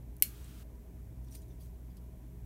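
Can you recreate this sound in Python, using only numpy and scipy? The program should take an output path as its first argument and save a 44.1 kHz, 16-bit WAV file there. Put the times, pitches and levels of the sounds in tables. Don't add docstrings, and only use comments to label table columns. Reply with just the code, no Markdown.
import sys
import numpy as np
from scipy import signal
from scipy.fft import rfft, irfft
from scipy.io import wavfile

SR = 44100
rng = np.random.default_rng(int(sys.argv[2]) if len(sys.argv) > 2 else 0)


def volts(x):
    e = np.asarray(x, float) / 20
    return 10 ** e


def dump(signal):
    limited = np.clip(np.atleast_2d(signal).T, -1, 1)
    pcm = np.round(limited * 32767).astype(np.int16)
    wavfile.write(sys.argv[1], SR, pcm)


N = 108045

# (time [s], peak level [dB])
SNAP_CONTACTS = [
    (.2235, 0),
    (.22479, -16),
    (.2269, -21),
    (.2287, -24),
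    (.2305, -26),
    (.2333, -28),
]


def rms_one(x):
    return x / np.sqrt(np.mean(x ** 2) + 1e-20)


def drift(rate_hz):
    step = 40
    settle = 2000
    r = np.exp(-2 * np.pi * rate_hz * step / SR)
    white = rng.standard_normal(N // step + settle + 2)
    slow = signal.lfilter([1], [1, -2 * r, r * r], white)[settle:]
    return np.interp(np.arange(N) / step, np.arange(len(slow)), rms_one(slow))


def ring(x, hz, t60_s):
    r = volts(-60 / (t60_s * SR))
    w = 2 * np.pi * hz / SR
    return signal.lfilter([0, np.sin(w)], [1, -2 * r * np.cos(w), r * r], x + 1e-18)


def noise(colour, patchy_db=0):
    hz = np.fft.rfftfreq(N, 1 / SR) + 1
    point_hz, point_db = np.transpose(colour)
    level_db = np.interp(np.log(hz), np.log(point_hz), point_db, left=-90, right=-90)
    spectrum = volts(level_db) * rfft(rng.standard_normal(N))
    if not patchy_db:
        return rms_one(irfft(spectrum, N))
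    third_octave = 3 * np.log2(hz)
    out = np.zeros(N)
    for k in range(14, 36):
        overlap = np.clip(1 - abs(third_octave - k), 0, 1)
        out += irfft(spectrum * overlap, N) * volts(patchy_db * drift(14))
    return rms_one(out)


def dying(start_s, t60_s):
    t = np.arange(N) / SR - start_s
    return (t >= 0) * volts(-60 * np.clip(t, 0, 3 * t60_s) / t60_s)


def hum():
    # (frequency [Hz], rms level [dB], flutter [dB])
    tones = [(59.2, -49.2, .5), (408, -73.5, 2.5), (641.5, -78, 2), (761, -88, 2)]
    # (frequency [Hz], rms level [dB], width [Hz])
    resonances = [(43.7, -64, 8.6), (123.05, -57.5, 6.2), (175.5, -64.5, 8.2), (240.3, -69, 6.2),
                  (308.6, -70, 25), (980.5, -83.5, 44)]
    t = np.arange(N) / SR
    out = np.zeros(N)
    for hz, db, flutter_db in tones:
        height = np.sqrt(2) * volts(db + flutter_db * drift(4))
        out += height * np.sin(2 * np.pi * hz * t + .6 * drift(1.5))
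    for hz, db, width_hz in resonances:
        t60_s = 2.0 / width_hz
        once = ring(rng.standard_normal(N + SR), hz, t60_s)
        twice = ring(once, hz, t60_s)
        out += volts(db) * rms_one(twice[SR:])
    return out


def fan():
    # (frequency [Hz], density [dB per Hz])
    colour = [(18, -30), (30, -3), (72, -7.5), (206, -18.5), (400, -26), (473, -30.5), (648, -32),
              (724, -34.5), (2500, -57), (3250, -81.5), (5500, -120)]
    level_db, patchy_db, low_cut_hz = -51, 2.5, 42
    low_cut = signal.butter(10, low_cut_hz, "high", fs=SR, output="sos")
    return volts(level_db) * signal.sosfilt(low_cut, noise(colour, patchy_db))


def microphone_hiss():
    # (frequency [Hz], density [dB per Hz])
    colour = [(880, -34), (1500, -4), (2340, -3), (2630, -6), (4800, -11), (5620, -8), (10100, -7),
              (12400, -2.5), (15800, -7)]
    level_db = -72
    return volts(level_db) * noise(colour)


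def ticks():
    # (time [s], peak level [dB], pitch [Hz], ring t60 [ms], crack level [dB])
    contacts = [(.1668, -43, 11300, 3, -72), (.1672, -49, 14200, 3, -72), (.184, -53, 11500, 3, -75),
                (.2000, -50, 13600, 3, -67), (.2003, -50, 11600, 3, -75), (.212, -54, 12000, 3, -74),
                (.2175, -60, 8700, 4, -77), (.4445, -50, 8250, 12, -62), (.755, -60, 2500, 4, -66),
                (1.2443, -62, 11900, 10, -68), (1.247, -63, 8500, 10, -72), (1.2842, -63, 4700, 6, -67),
                (1.3091, -60, 9090, 6, -66), (1.324, -56, 5800, 15, -66), (1.3502, -48, 9090, 10, -53),
                (1.3545, -45, 9090, 14, -54), (1.3535, -54, 4900, 12, -70), (1.3555, -55, 3900, 10, -70),
                (1.353, -58, 2400, 12, -70), (1.3505, -49, 13900, 18, -70), (1.4195, -56, 9100, 8, -60),
                (1.4817, -63, 11000, 6, -70), (1.6104, -63, 14300, 10, -68), (1.9692, -59, 5800, 3, -62),
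                (1.9694, -61, 4200, 4, -75), (1.9695, -57, 14100, 10, -72)]
    crack_t60_s = .014
    bright = noise([(2000, -5.0), (5000, -0.5), (12000, 0), (15800, -2.5)])
    out = np.zeros(N)
    for s, db, hz, t60_ms, crack_db in contacts:
        click = np.zeros(N)
        click[int(s * SR)] = volts(db)
        out += ring(click, hz, t60_ms / 1e3)
        out += bright * volts(crack_db) * dying(s, crack_t60_s)
    return out


def snap():
    # (frequency [Hz], level [dB], t60 [s], polarity [+1 or -1])
    body = [(2070, -23.5, .006, 1), (2940, -21, .0053, -1), (4920, -26.5, .015, -1), (6600, -36, .01, 1),
            (8075, -20, .0127, 1), (8665, -25, .0156, 1), (10610, -14, .0085, -1), (12090, -4.6, .0035, 1),
            (13700, -8.2, .0084, -1), (15250, -26, .0066, 1)]
    # (frequency [Hz], level [dB], t60 [s])
    shell = [(1620, -25, .4), (2842, -11, .17), (3058, -10, .1), (3950, -8, .08), (5230, -14, .1),
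             (4317, -.5, .125), (8550, -4, .07), (8770, -2, .08), (11146, -6, .08), (11670, 4, .09),
             (12040, -2, .1), (13700, -2, .1), (13930, -5, .1), (2250, -6, .12)]
    # (frequency [Hz], density [dB per Hz])
    early = [(530, -55), (900, -23.5), (1850, -15), (2240, -1.5), (3700, -11.5), (4230, -5), (5700, -10),
             (14000, 2), (15800, -15.5)]
    # (frequency [Hz], density [dB per Hz])
    late = [(880, -42), (1500, -14.5), (2790, -8.5), (3940, -15), (4300, -10.5), (9560, -5), (12700, 1.5),
            (15800, -10)]
    shell_db, low_cut_hz = -39, 1555
    early_db, early_t60_s = -31, .054
    late_db, late_t60_s = -37.5, .21

    time_s, peak_db = np.transpose(SNAP_CONTACTS)
    at = [int(s * SR) for s in time_s]
    luck_db = rng.normal(0, 2.7, (len(at), len(body)))
    luck_db[:2] = 0
    out = np.zeros(N)
    for k, (hz, db, t60_s, polarity) in enumerate(body):
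        clicks = np.zeros(N)
        clicks[at] = volts(peak_db + db + luck_db[:, k])
        out += ring(clicks, hz, t60_s) * np.sign(polarity)

    first = np.zeros(N)
    first[at[0]] = volts(shell_db)
    for k, (hz, db, t60_s) in enumerate(shell):
        out += ring(first * volts(db), hz, t60_s) * (-1) ** k

    echo_s = time_s[1]
    out += noise(late) * volts(late_db) * dying(echo_s, late_t60_s)
    out += noise(early) * volts(early_db) * dying(echo_s, early_t60_s)
    low_cut = signal.butter(4, low_cut_hz, "high", fs=SR, output="sos")
    return signal.sosfilt(low_cut, out)


def coarse_range_hiss():
    # (frequency [Hz], density [dB per Hz])
    colour = [(710, -28), (1200, 2), (2040, -2.5), (3200, -0.5), (4930, -4.5), (9520, -4), (15800, -4.5)]
    level_db, on_s, off_s, fade_s = -63, .2238, .632, .004
    t = np.arange(N) / SR
    gate = (t > on_s) * np.clip((off_s - t) / fade_s + .5, 0, 1)
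    return volts(level_db) * gate * noise(colour)


def rubbing():
    # (time [s], level [dB])
    grit_curve = [(1.22, -93.5), (1.245, -75), (1.27, -84), (1.287, -74), (1.303, -77), (1.31, -71),
                  (1.345, -60), (1.356, -60.5), (1.375, -66.5), (1.41, -76.5), (1.425, -71), (1.45, -80),
                  (1.49, -78), (1.59, -81), (1.612, -70.5), (1.66, -69), (1.73, -86), (2.0, -99)]
    # (time [s], length [s], frequency [Hz], rms level [dB])
    strokes = [(1.26, .03, 5800, -79), (1.282, 0.024, 3600, -79.5), (1.312, .035, 5760, -70),
               (1.308, 0.045, 9090, -70), (1.345, 0.037, 9440, -65), (1.308, .04, 14000, -74),
               (1.308, .03, 10400, -75), (1.325, .03, 6940, -79), (1.34, 0.068, 4960, -75),
               (1.348, .06, 14100, -68), (1.36, 0.077, 5900, -75), (1.375, .04, 13000, -73),
               (1.395, 0.046, 9090, -78), (1.417, .015, 7000, -73), (1.417, .01, 10800, -75),
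               (1.425, .014, 3900, -77), (1.485, 0.071, 5860, -82), (1.503, 0.025, 3600, -79),
               (1.6, 0.037, 4700, -76), (1.604, .018, 14550, -70), (1.604, .02, 11200, -70),
               (1.608, .012, 3400, -76), (1.611, .02, 14000, -71), (1.614, 0.011, 10200, -71),
               (1.615, .014, 8800, -73), (1.626, .028, 11300, -74), (1.628, .012, 6000, -77),
               (1.635, .07, 14100, -77), (1.89, .045, 4830, -83), (1.9, .03, 3400, -83.5),
               (1.969, 0.021, 4900, -75.5), (1.969, .018, 3230, -78), (1.969, .012, 10600, -72)]
    grits_per_s, spread_db = 7000, 3
    stroke_t60_s, wobble_db = .01, 2

    t = np.arange(N) / SR
    height = volts(spread_db * np.minimum(rng.exponential(1, N), 4))
    sign = rng.choice([-1, 1], N)
    grit = height * sign * (rng.random(N) < grits_per_s / SR)
    band = signal.butter(1, [3500, 15000], "band", fs=SR, output="sos")
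    bare = rms_one(signal.sosfilt(band, grit))
    out = volts(np.interp(t, *np.transpose(grit_curve))) * bare

    wobble = volts(wobble_db * drift(35))
    for k, (s, length_s, hz, db) in enumerate(strokes):
        progress = np.clip((t - s) / length_s, 0, 1)
        pressure = np.sqrt(np.sin(np.pi * progress ** .6).clip(0))
        rung = wobble * ring(grit, hz, stroke_t60_s)
        stroke = pressure * np.roll(rung, 997 * k)
        out += volts(db) * rms_one(stroke) * np.sqrt(length_s * SR / N)
    return out


def scene():
    room = hum() + fan()
    hands = ticks() + snap() + rubbing()
    return (room + hands)[None]


def band_limit(x):
    return signal.sosfilt(signal.butter(12, 17110, fs=SR, output="sos"), x)


def record(dry):
    cutoff_hz, pass_s = 15980, .002
    t = np.arange(N) / SR
    x = dry + microphone_hiss() + coarse_range_hiss()
    top_cut = signal.cheby2(24, 40, cutoff_hz, fs=SR, output="sos")
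    kept = signal.sosfiltfilt(top_cut, x)
    instant = np.exp(-((t - SNAP_CONTACTS[0][0]) / pass_s) ** 2)
    mix = kept + (x - kept) * instant
    return band_limit(mix)


dry = scene()
out = record(dry)
dump(out)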